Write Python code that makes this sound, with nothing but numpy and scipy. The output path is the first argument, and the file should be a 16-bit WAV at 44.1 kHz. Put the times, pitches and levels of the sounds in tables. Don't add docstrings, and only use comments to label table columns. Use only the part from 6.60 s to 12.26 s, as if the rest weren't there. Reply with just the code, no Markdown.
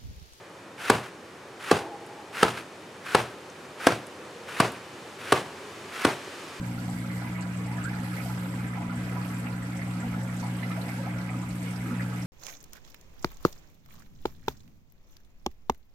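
import sys
import numpy as np
from scipy import signal
from scipy.fft import rfft, irfft
from scipy.io import wavfile

SR = 44100
rng = np.random.default_rng(int(sys.argv[2]) if len(sys.argv) > 2 else 0)


def int16_out(signal):
    q = np.round(np.clip(np.atleast_2d(signal).T, -1, 1) * 32767)
    wavfile.write(sys.argv[1], SR, q.astype(np.int16))


N = 249606
TIME = np.arange(N) / SR


def from_db(db):
    return 10 ** (np.asarray(db) / 20)


def unit_rms(x):
    return x / np.sqrt(np.mean(x ** 2) + 1e-20)


def at_samples(rows):
    times_s, *columns = np.transpose(rows)
    return [np.interp(TIME, times_s, column) for column in columns]


def at_bins(rows):
    hz, value = np.transpose(rows)
    bin_hz = np.arange(N // 2 + 1) * SR / N
    return np.interp(np.log(bin_hz + 1), np.log(hz), value)


def colour(x, spectrum):
    return irfft(rfft(x) * from_db(at_bins(spectrum)), N)


def pan(balance_db):
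    return from_db(np.array([[.5], [-.5]]) * balance_db)


def drift(rate_hz):
    hop, settle = 40, 2000
    pole = np.exp(-2 * np.pi * rate_hz * hop / SR)
    noise = rng.standard_normal(N // hop + settle + 2)
    slow = signal.lfilter([1], [1, -2 * pole, pole ** 2], noise)[settle:]
    return np.interp(np.arange(N) / hop, np.arange(len(slow)), unit_rms(slow))


def resonate(x, hz, width_hz):
    radius = np.exp(-np.pi * width_hz / SR)
    forward = np.array([1, 0, -1]) * (1 - radius ** 2) / 2
    feedback = [1, -2 * radius * np.cos(2 * np.pi * hz / SR), radius ** 2]
    return signal.lfilter(forward, feedback, x + 1e-18)


def add(out, start_s, sound):
    start = int(np.clip(round(start_s * SR), 0, N - 1))
    out[start:start + len(sound)] += sound[:N - start]


def reflections(x, t60_s, tail_db, tail_t60_s=.25):
    t = TIME[:SR // 4]
    fade = from_db(-60 * t / t60_s) + from_db(tail_db - 60 * t / tail_t60_s)
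    response = rng.standard_normal((2, len(t))) * fade / np.linalg.norm(fade)
    return signal.fftconvolve(x[None], response, axes=1)


def decay(energy, t60_s):
    pole = from_db(-120 / (t60_s * SR))
    return signal.lfilter([1 - pole], [1, -pole], energy + 1e-18)


def bubble_cloud(per_s, range_hz, bands, q, spread_db, clump_db, t60_s, tail_db):
    out = np.zeros((2, N))
    noise = rng.standard_normal((4, 2, N))
    for k, hz in enumerate(np.geomspace(*range_hz, bands)):
        births = rng.random(N) < per_s / SR / bands
        strength_db = spread_db * np.minimum(rng.exponential(1, N), 4) + clump_db * drift(10)
        energy = births * from_db(strength_db) ** 2
        envelope = np.sqrt(decay(energy, t60_s) + from_db(tail_db) ** 2 * decay(energy, t60_s=.35))
        out += np.sqrt(hz) * unit_rms(resonate(envelope * noise[k % len(noise)], hz, hz / q))
    return unit_rms(out)


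# (frequency [Hz], correlation [-1..1])
CORRELATION = [(200, .995), (290, .96), (400, .8), (750, .74), (1000, .42), (1300, .4), (1600, -.3),
               (2200, .1), (4000, 0)]


def to_stereo(mid_side):
    mid, side = rfft(mid_side)
    alike = at_bins(CORRELATION)
    return irfft(np.sqrt((1 + alike) / 2) * mid + np.sqrt((1 - alike) / 2) * side * [[1], [-1]], N)


# (mains multiple, RMS level [dB], left minus right [dB])
HUM_HARMONICS = [(2, -36.3, 0.2), (3, -36.1, -0.2), (4, -62, -3), (5, -50.5, 4.5), (8, -75, 12.5),
                 (9, -63, 12), (11, -68.5, 1)]


def pumps(mains_hz=60, waver_db=1, left_lead_s=.00014):
    t = TIME + np.array([[left_lead_s], [0]])
    out = np.zeros((2, N))
    for multiple, db, balance_db in HUM_HARMONICS:
        tone = np.sqrt(2) * np.sin(2 * np.pi * multiple * mains_hz * t)
        out += from_db(db + waver_db * drift(6.5)) * pan(balance_db) * tone
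    return out


# (frequency [Hz], gain [dB])
TANK_SPECTRUM = [(8, -28), (22, -18), (35, -16), (47, -4), (58, -4.5), (66, -9), (78, -5), (92, -6.5),
                 (115, 0), (140, -2), (160, -3), (180, 1.5), (200, -6), (300, -14), (600, -32), (2000, -70)]
CHURN_SPECTRUM = [(120, -12), (205, -20.5), (235, 16), (255, 8), (290, 6), (310, 1.5), (330, -4.5),
                  (380, -17.5), (450, -8), (600, -54), (2000, -78)]
SWIRL_SPECTRUM = [(180, -16), (260, -2), (345, -2.5), (420, -21), (700, -33)]
# (centre [s], length [s], churn rise [dB])
PIPE_SURGES = [(0.308, 0.47, 2.5), (2, 0.28, 5), (2.51, 0.42, 3.5), (3.456, 0.39, 3.5), (5.292, 0.19, 8)]


def rumble(tank_db=-43.5, churn_db=-43.5, swirl_db=-57):
    surge_db = sum(rise_db * np.cos(np.pi * np.clip((TIME - centre_s) / length_s, -.5, .5)) ** 2
                   for centre_s, length_s, rise_db in PIPE_SURGES)
    out = np.zeros((2, N))
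    for spectrum, db in [(TANK_SPECTRUM, tank_db), (CHURN_SPECTRUM, churn_db + surge_db),
                         (SWIRL_SPECTRUM, swirl_db + 1.8 * surge_db)]:
        turbulence = to_stereo(rng.standard_normal((2, N)))
        out += from_db(db) * unit_rms(colour(turbulence, spectrum))
    return out


# (time [s], pitch [Hz], relative level [dB])
LOW_STRAND = [(1.39, 9950, -68), (1.45, 10250, -56), (1.51, 10480, -59), (1.55, 10750, -58),
              (1.64, 10550, -58), (1.69, 11050, -59), (1.74, 10480, -58), (1.78, 9700, -67)]
MIDDLE_STRAND = [(1.46, 10750, -66), (1.53, 11400, -61), (1.61, 11300, -63), (1.65, 11550, -60),
                 (1.685, 12000, -56), (1.725, 11700, -55.5), (1.745, 11450, -72)]
HIGH_STRAND = [(1.51, 14400, -70), (1.56, 14250, -55), (1.62, 14300, -58), (1.66, 14150, -66),
               (1.7, 14350, -61), (1.73, 14200, -72)]


def squeak(gain_db=-4.5, flutter_db=1.5, balance_db=-8):
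    out = np.zeros(N)
    for strand, jitter in [(LOW_STRAND, .003), (MIDDLE_STRAND, .003), (HIGH_STRAND, .011)]:
        hz, db = at_samples(strand)
        gate = (TIME > strand[0][0]) & (TIME < strand[-1][0])
        tone = np.sin(2 * np.pi * np.cumsum(hz * (1 + jitter * drift(210))) / SR)
        out += gate * from_db(db + gain_db + flutter_db * drift(40)) * tone
    return pan(balance_db) * out


# (frequency [Hz], gain [dB])
MIST_SPECTRUM = [(5000, -12), (8500, -5), (10400, 17.5), (11500, 16), (12600, 18.5), (14500, 15)]


def mist(level_db):
    fizz = bubble_cloud(per_s=650, range_hz=(9000, 14000), bands=5, q=4,
                        spread_db=3, clump_db=1.5, t60_s=.022, tail_db=3)
    return from_db(level_db) * unit_rms(colour(fizz, MIST_SPECTRUM))


# (time [s], relative level [dB], pitch [Hz])
LOUD_DROPLETS = [(0.07, -42, 7720), (0.186, -41, 4400), (0.2957, -36, 8000), (0.402, -41, 7900),
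                 (0.512, -43, 4400), (0.578, -43, 4600), (0.614, -40.5, 4400), (0.7123, -46, 8470),
                 (0.808, -33, 7500), (0.818, -38, 4700), (0.9712, -40, 7930), (1.061, -40, 7870),
                 (1.2388, -29.5, 7800), (1.24, -41, 4500), (1.35, -41, 4500), (1.55, -42, 4500),
                 (1.8426, -41, 3560), (1.9435, -41, 7960), (2.075, -41, 7800), (2.354, -38, 8240),
                 (2.613, -38, 4660), (2.7417, -40, 7600), (2.796, -37, 8230), (2.925, -41, 4400),
                 (3.025, -39, 7830), (3.167, -37, 5900), (3.1667, -37.5, 8000), (3.215, -43, 4500),
                 (3.225, -42, 7900), (3.275, -42, 7900), (3.3079, -41, 7860), (3.366, -41, 4700),
                 (3.4013, -36.5, 7400), (3.6296, -39, 7600), (3.7643, -36, 7300), (3.796, -34, 6200),
                 (3.8655, -36.5, 8690), (3.905, -40, 2800), (3.9654, -39, 8400), (3.985, -37.5, 3100),
                 (4.028, -41, 4200), (4.115, -37.5, 3700), (4.213, -35.5, 4210), (4.2817, -39.5, 4990),
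                 (4.283, -40, 8500), (4.582, -41.5, 5660), (4.61, -40, 4200), (4.702, -38.5, 8120),
                 (4.8174, -40, 7310), (4.89, -38, 7600), (4.903, -39.5, 4400), (5.025, -36.5, 8560),
                 (5.058, -37, 3200), (5.1068, -37, 8850), (5.159, -38, 4990), (5.212, -41, 8000),
                 (5.418, -39.5, 4630), (5.6204, -36.5, 5600)]


def droplets(gain_db=-5, t60_s=.095, q=7, swell_cycles=11, faint_per_s=16, faint_db=-48):
    low_hz, high_hz = 4400, 9500
    draws = rng.random((int(faint_per_s * N / SR), 2))
    faint = [((k + lag) / faint_per_s, faint_db, low_hz * (high_hz / low_hz) ** height)
             for k, (lag, height) in enumerate(draws)]
    out = np.zeros((2, N))
    t = TIME[:SR // 8]
    for start_s, db, hz in LOUD_DROPLETS + faint:
        ring = unit_rms(resonate(rng.standard_normal((2, len(t))), hz, hz / q))
        envelope = np.minimum(t * hz / swell_cycles, 1) * from_db(db + gain_db - 60 * t / t60_s)
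        for channel, tick in zip(out, ring * envelope):
            add(channel, start_s, tick)
    return out


# (frequency [Hz], gain [dB])
SPRAY_LEFT_SPECTRUM = [(1800, -16), (3000, -1.5), (4000, -4), (5200, -7.5), (6300, -10), (7300, -1),
                       (7900, 2.5), (8700, -2.5), (9600, -5.5), (13000, -13)]
SPRAY_RIGHT_SPECTRUM = [(1800, 9), (3000, -1.5), (4400, 0.5), (6200, -2), (6900, -4.5), (8000, -4.5),
                        (8700, -4), (9500, -6.5), (13000, -21)]


def spray(fizz_db, hiss_db=-8):
    def colour_sides(pair):
        return np.array([colour(pair[0], SPRAY_LEFT_SPECTRUM), colour(pair[1], SPRAY_RIGHT_SPECTRUM)])

    fizz = bubble_cloud(per_s=700, range_hz=(2760, 9970), bands=12, q=5.5,
                        spread_db=1.6, clump_db=1.2, t60_s=.035, tail_db=-1)
    fizz += from_db(hiss_db) * rng.standard_normal((2, N))
    return from_db(fizz_db) * unit_rms(colour_sides(fizz)) + colour_sides(droplets())


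def panes(pair, echoes=5, echo_db=-16):
    out = pair.copy()
    for channel, direct in zip(out, pair):
        for delay_s in rng.uniform(.001, .012, echoes):
            add(channel, delay_s, from_db(echo_db) * direct)
    return out


# (time [s], relative level [dB])
FOAM_LEVEL = [(0.0, -57), (0.6, -57), (0.78, -61.5), (1.2, -57.5), (1.42, -56), (1.6, -53.5), (1.83, -55),
              (2.0, -60), (2.29, -63), (2.45, -58.5), (2.74, -56), (2.95, -60.5), (3.75, -57.5),
              (4.29, -54.5), (4.6, -60.5), (4.82, -60.5), (4.96, -57.5), (5.5, -58), (5.66, -56)]


def surface(gain_db=-2.5, spray_db=-50.02, spray_follow=.57, sputter_depth_db=.35):
    foam_db, = at_samples(FOAM_LEVEL)
    sputter_db = sputter_depth_db * drift(7)
    fizz_db = spray_db + spray_follow * (foam_db - np.mean(foam_db))
    return from_db(gain_db) * panes(spray(fizz_db + sputter_db) + mist(foam_db + sputter_db))


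# (time [s], length [s], start pitch [Hz], end pitch [Hz], relative level [dB])
GLUG_CHIRPS = [(1.071, .026, 690, 880, -46), (1.107, .036, 720, 1010, -44), (1.147, .032, 840, 1020, -43.5),
               (1.239, .054, 1240, 1640, -38.5), (5.394, .02, 1740, 2100, -39.5)]


def glugs(echo_db=-6):
    direct = np.zeros(N)
    for start_s, length_s, start_hz, end_hz, db in GLUG_CHIRPS:
        progress = np.linspace(0, 1, int(length_s * SR))
        hz = start_hz + (end_hz - start_hz) * np.sin(np.pi / 2 * progress)
        envelope = from_db(db) * np.sqrt(np.abs(np.sin(np.pi * progress)))
        add(direct, start_s, envelope * np.sin(2 * np.pi * np.cumsum(hz) / SR))
    mid_side = from_db(echo_db) * reflections(direct, t60_s=.07, tail_db=-12)[:, :N]
    mid_side[0] += direct
    return mid_side


def bubble(hz, t60_s=.042, rise=.026, swell_cycles=2.5):
    t = TIME[:SR // 10]
    pitch_hz = hz * (1 + rise * (np.minimum(t / t60_s, 1) - .25))
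    swell = np.sin(np.pi / 2 * np.minimum(t * hz / swell_cycles, 1)) ** 2
    return swell * np.sin(2 * np.pi * np.cumsum(pitch_hz) / SR) * from_db(-60 * t / t60_s)


# (time [s], pitch [Hz], relative level [dB], pitch spread [fraction])
LOUD_GULPS = [(0.175, 1430, -44, 0.024), (0.278, 796, -39.5, 0.036), (0.44, 1360, -42, 0.026),
              (0.5, 2000, -40.5, .12), (0.615, 742, -38.5, 0.15), (0.615, 1497, -40, 0.13),
              (0.748, 2170, -38, .015), (1.178, 1630, -39, 0.084), (1.185, 1350, -42, 0.039),
              (1.211, 2790, -43, 0.032), (1.212, 1600, -49, .02), (1.246, 1573, -38, 0.12),
              (1.38, 988, -47, .03), (1.513, 2035, -42, .18), (1.564, 2044, -37.5, 0.12),
              (1.595, 2150, -39.5, .14), (1.6, 1393, -41.5, 0.08), (1.651, 730, -41, 0.036),
              (1.697, 1366, -39, .03), (2.0, 1325, -50, .02), (2.133, 1980, -40, 0.13),
              (2.15, 950, -39.5, 0.09), (2.173, 853, -35.5, 0.12), (2.201, 795, -36.5, 0.096),
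              (2.295, 1385, -39, .06), (2.505, 486, -41, .04), (2.562, 1083, -36.5, 0.078),
              (2.695, 1244, -41, 0.065), (2.864, 2400, -38.5, 0.13), (3.02, 1950, -42, .08),
              (3.189, 1910, -39, 0.12), (3.215, 1975, -38, 0.079), (3.262, 672, -42, 0.16),
              (3.405, 1880, -43, 0.055), (3.42, 1430, -41, .03), (3.434, 832, -39, 0.07),
              (3.538, 1410, -37, 0.022), (3.827, 970, -35.5, 0.046), (3.829, 772, -37.5, .04),
              (4.024, 1960, -35.5, 0.048), (4.028, 2540, -39, 0.17), (4.104, 1340, -34.5, 0.026),
              (4.107, 2086, -39.5, 0.16), (4.128, 1290, -50, .02), (4.168, 710, -35, 0.055),
              (4.188, 690, -44, 0.023), (4.273, 727, -38, 0.05), (4.288, 2054, -38, 0.12),
              (4.383, 953, -39.5, 0.037), (4.463, 792, -34.5, 0.025), (4.495, 2140, -41, .1),
              (4.59, 1470, -49, 0.071), (4.688, 2220, -37.5, 0.15), (4.688, 754, -40, 0.12),
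              (4.712, 1306, -40, 0.02), (4.739, 1300, -43, .02), (4.829, 1063, -41, 0.12),
              (5.058, 2125, -43.5, 0.075), (5.205, 2240, -41.5, 0.059), (5.252, 1330, -43, .03),
              (5.303, 1290, -39, 0.067), (5.394, 1830, -35, 0.073), (5.398, 1385, -41, 0.087),
              (5.405, 2400, -43, 0.036), (5.52, 1267, -40, 0.073)]


def gulps(bubbles=5, gap_cycles=2.2, faint_per_s=4, faint_db=-61, faint_spread=.18):
    low_hz, high_hz = 644, 2530
    draws = rng.random((int(faint_per_s * N / SR), 2))
    faint = [(when * N / SR, low_hz * (high_hz / low_hz) ** height, faint_db, faint_spread)
             for when, height in draws]
    out = np.zeros((2, N))
    for start_s, hz, db, spread in LOUD_GULPS + faint:
        cluster = np.zeros(N)
        for k, detune in enumerate(rng.permutation(np.linspace(-1, 1, bubbles))):
            add(cluster, k * gap_cycles / hz, bubble(hz * np.exp(spread * detune)))
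        direct = cluster[:SR // 10]
        mid_side = reflections(direct, t60_s=.08, tail_db=-10)
        add(mid_side[0], 0, direct)
        for channel, gulp in zip(out, mid_side):
            add(channel, start_s, from_db(db) * unit_rms(gulp))
    return out


# (frequency [Hz], width [Hz], left gain [dB], right gain [dB])
CABINET_MODES = [(478, 16, -2, -12), (540, 22, -2, -5), (674, 14, 0, -5), (745, 50, -3, -12),
                 (795, 40, -14, -4), (856, 16, 0, 4), (984, 14, 0, 8), (1152, 22, -3, 0), (1282, 14, 5, 5),
                 (1335, 20, -2, 1), (1407, 18, -7, 5), (1432, 18, 2, -12), (1467, 16, -12, 3),
                 (1572, 28, 2, 5), (1668, 34, -8, 2), (1765, 22, -11, -4), (1905, 18, -6, -6),
                 (1970, 24, -5, -4), (2035, 60, -1, -1.5), (2208, 13, 3, 4), (2340, 50, -10, -10),
                 (2420, 50, -9, -9), (2497, 22, -1, -10)]


def cabinet(pair, direct_db=-2):
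    ringing = sum(from_db([[left_db], [right_db]]) * resonate(pair, hz, width_hz)
                  for hz, width_hz, left_db, right_db in CABINET_MODES)
    return from_db(direct_db) * pair + ringing


# (time [s], relative level [dB])
GURGLE_LEVEL = [(0.0, -40), (0.48, -41.5), (0.68, -38.5), (1.0, -40.5), (1.23, -39.5), (2.0, -39.5),
                (2.55, -38.5), (3.05, -40), (3.4, -40), (4.5, -38.5), (4.9, -42), (5.25, -39), (5.66, -41)]
# (frequency [Hz], gain [dB])
GURGLE_SPECTRUM = [(100, -26), (380, -3.5), (500, 2), (620, 0.5), (780, 0), (1100, -1), (1400, -1.5),
                   (1800, -2.5), (2150, -1.5), (2600, -6), (3300, -11.5), (4500, -33), (10000, -49)]
# (frequency [Hz], left minus right [dB])
OVERFLOW_BALANCE = [(330, 3), (600, 1), (850, -2.2), (1400, -2.5), (1800, -4), (2100, -2.2), (3000, -3.5)]


def overflow(gurgle_gain_db=-4, rush_db=-10, gulp_gain_db=-18.5):
    gurgle_db, = at_samples(GURGLE_LEVEL)
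    water = bubble_cloud(per_s=950, range_hz=(341.8, 4055), bands=22, q=7.8,
                         spread_db=1.9, clump_db=1.6, t60_s=.032, tail_db=3)
    water += from_db(rush_db) * rng.standard_normal((2, N))
    gurgle = unit_rms(cabinet(to_stereo(colour(water, GURGLE_SPECTRUM))))
    large_bubbles = cabinet(to_stereo(from_db(gulp_gain_db) * gulps() + glugs()))
    mix = from_db(gurgle_db + gurgle_gain_db) * gurgle + large_bubbles
    return irfft(rfft(mix) * pan(at_bins(OVERFLOW_BALANCE)), N)


def scene():
    return pumps() + rumble() + squeak() + surface() + overflow()


def record(dry):
    cutoff_hz = 14550
    return signal.sosfilt(signal.ellip(12, .1, 90, cutoff_hz, fs=SR, output="sos"), dry)


dry = scene()
out = record(dry)
int16_out(out)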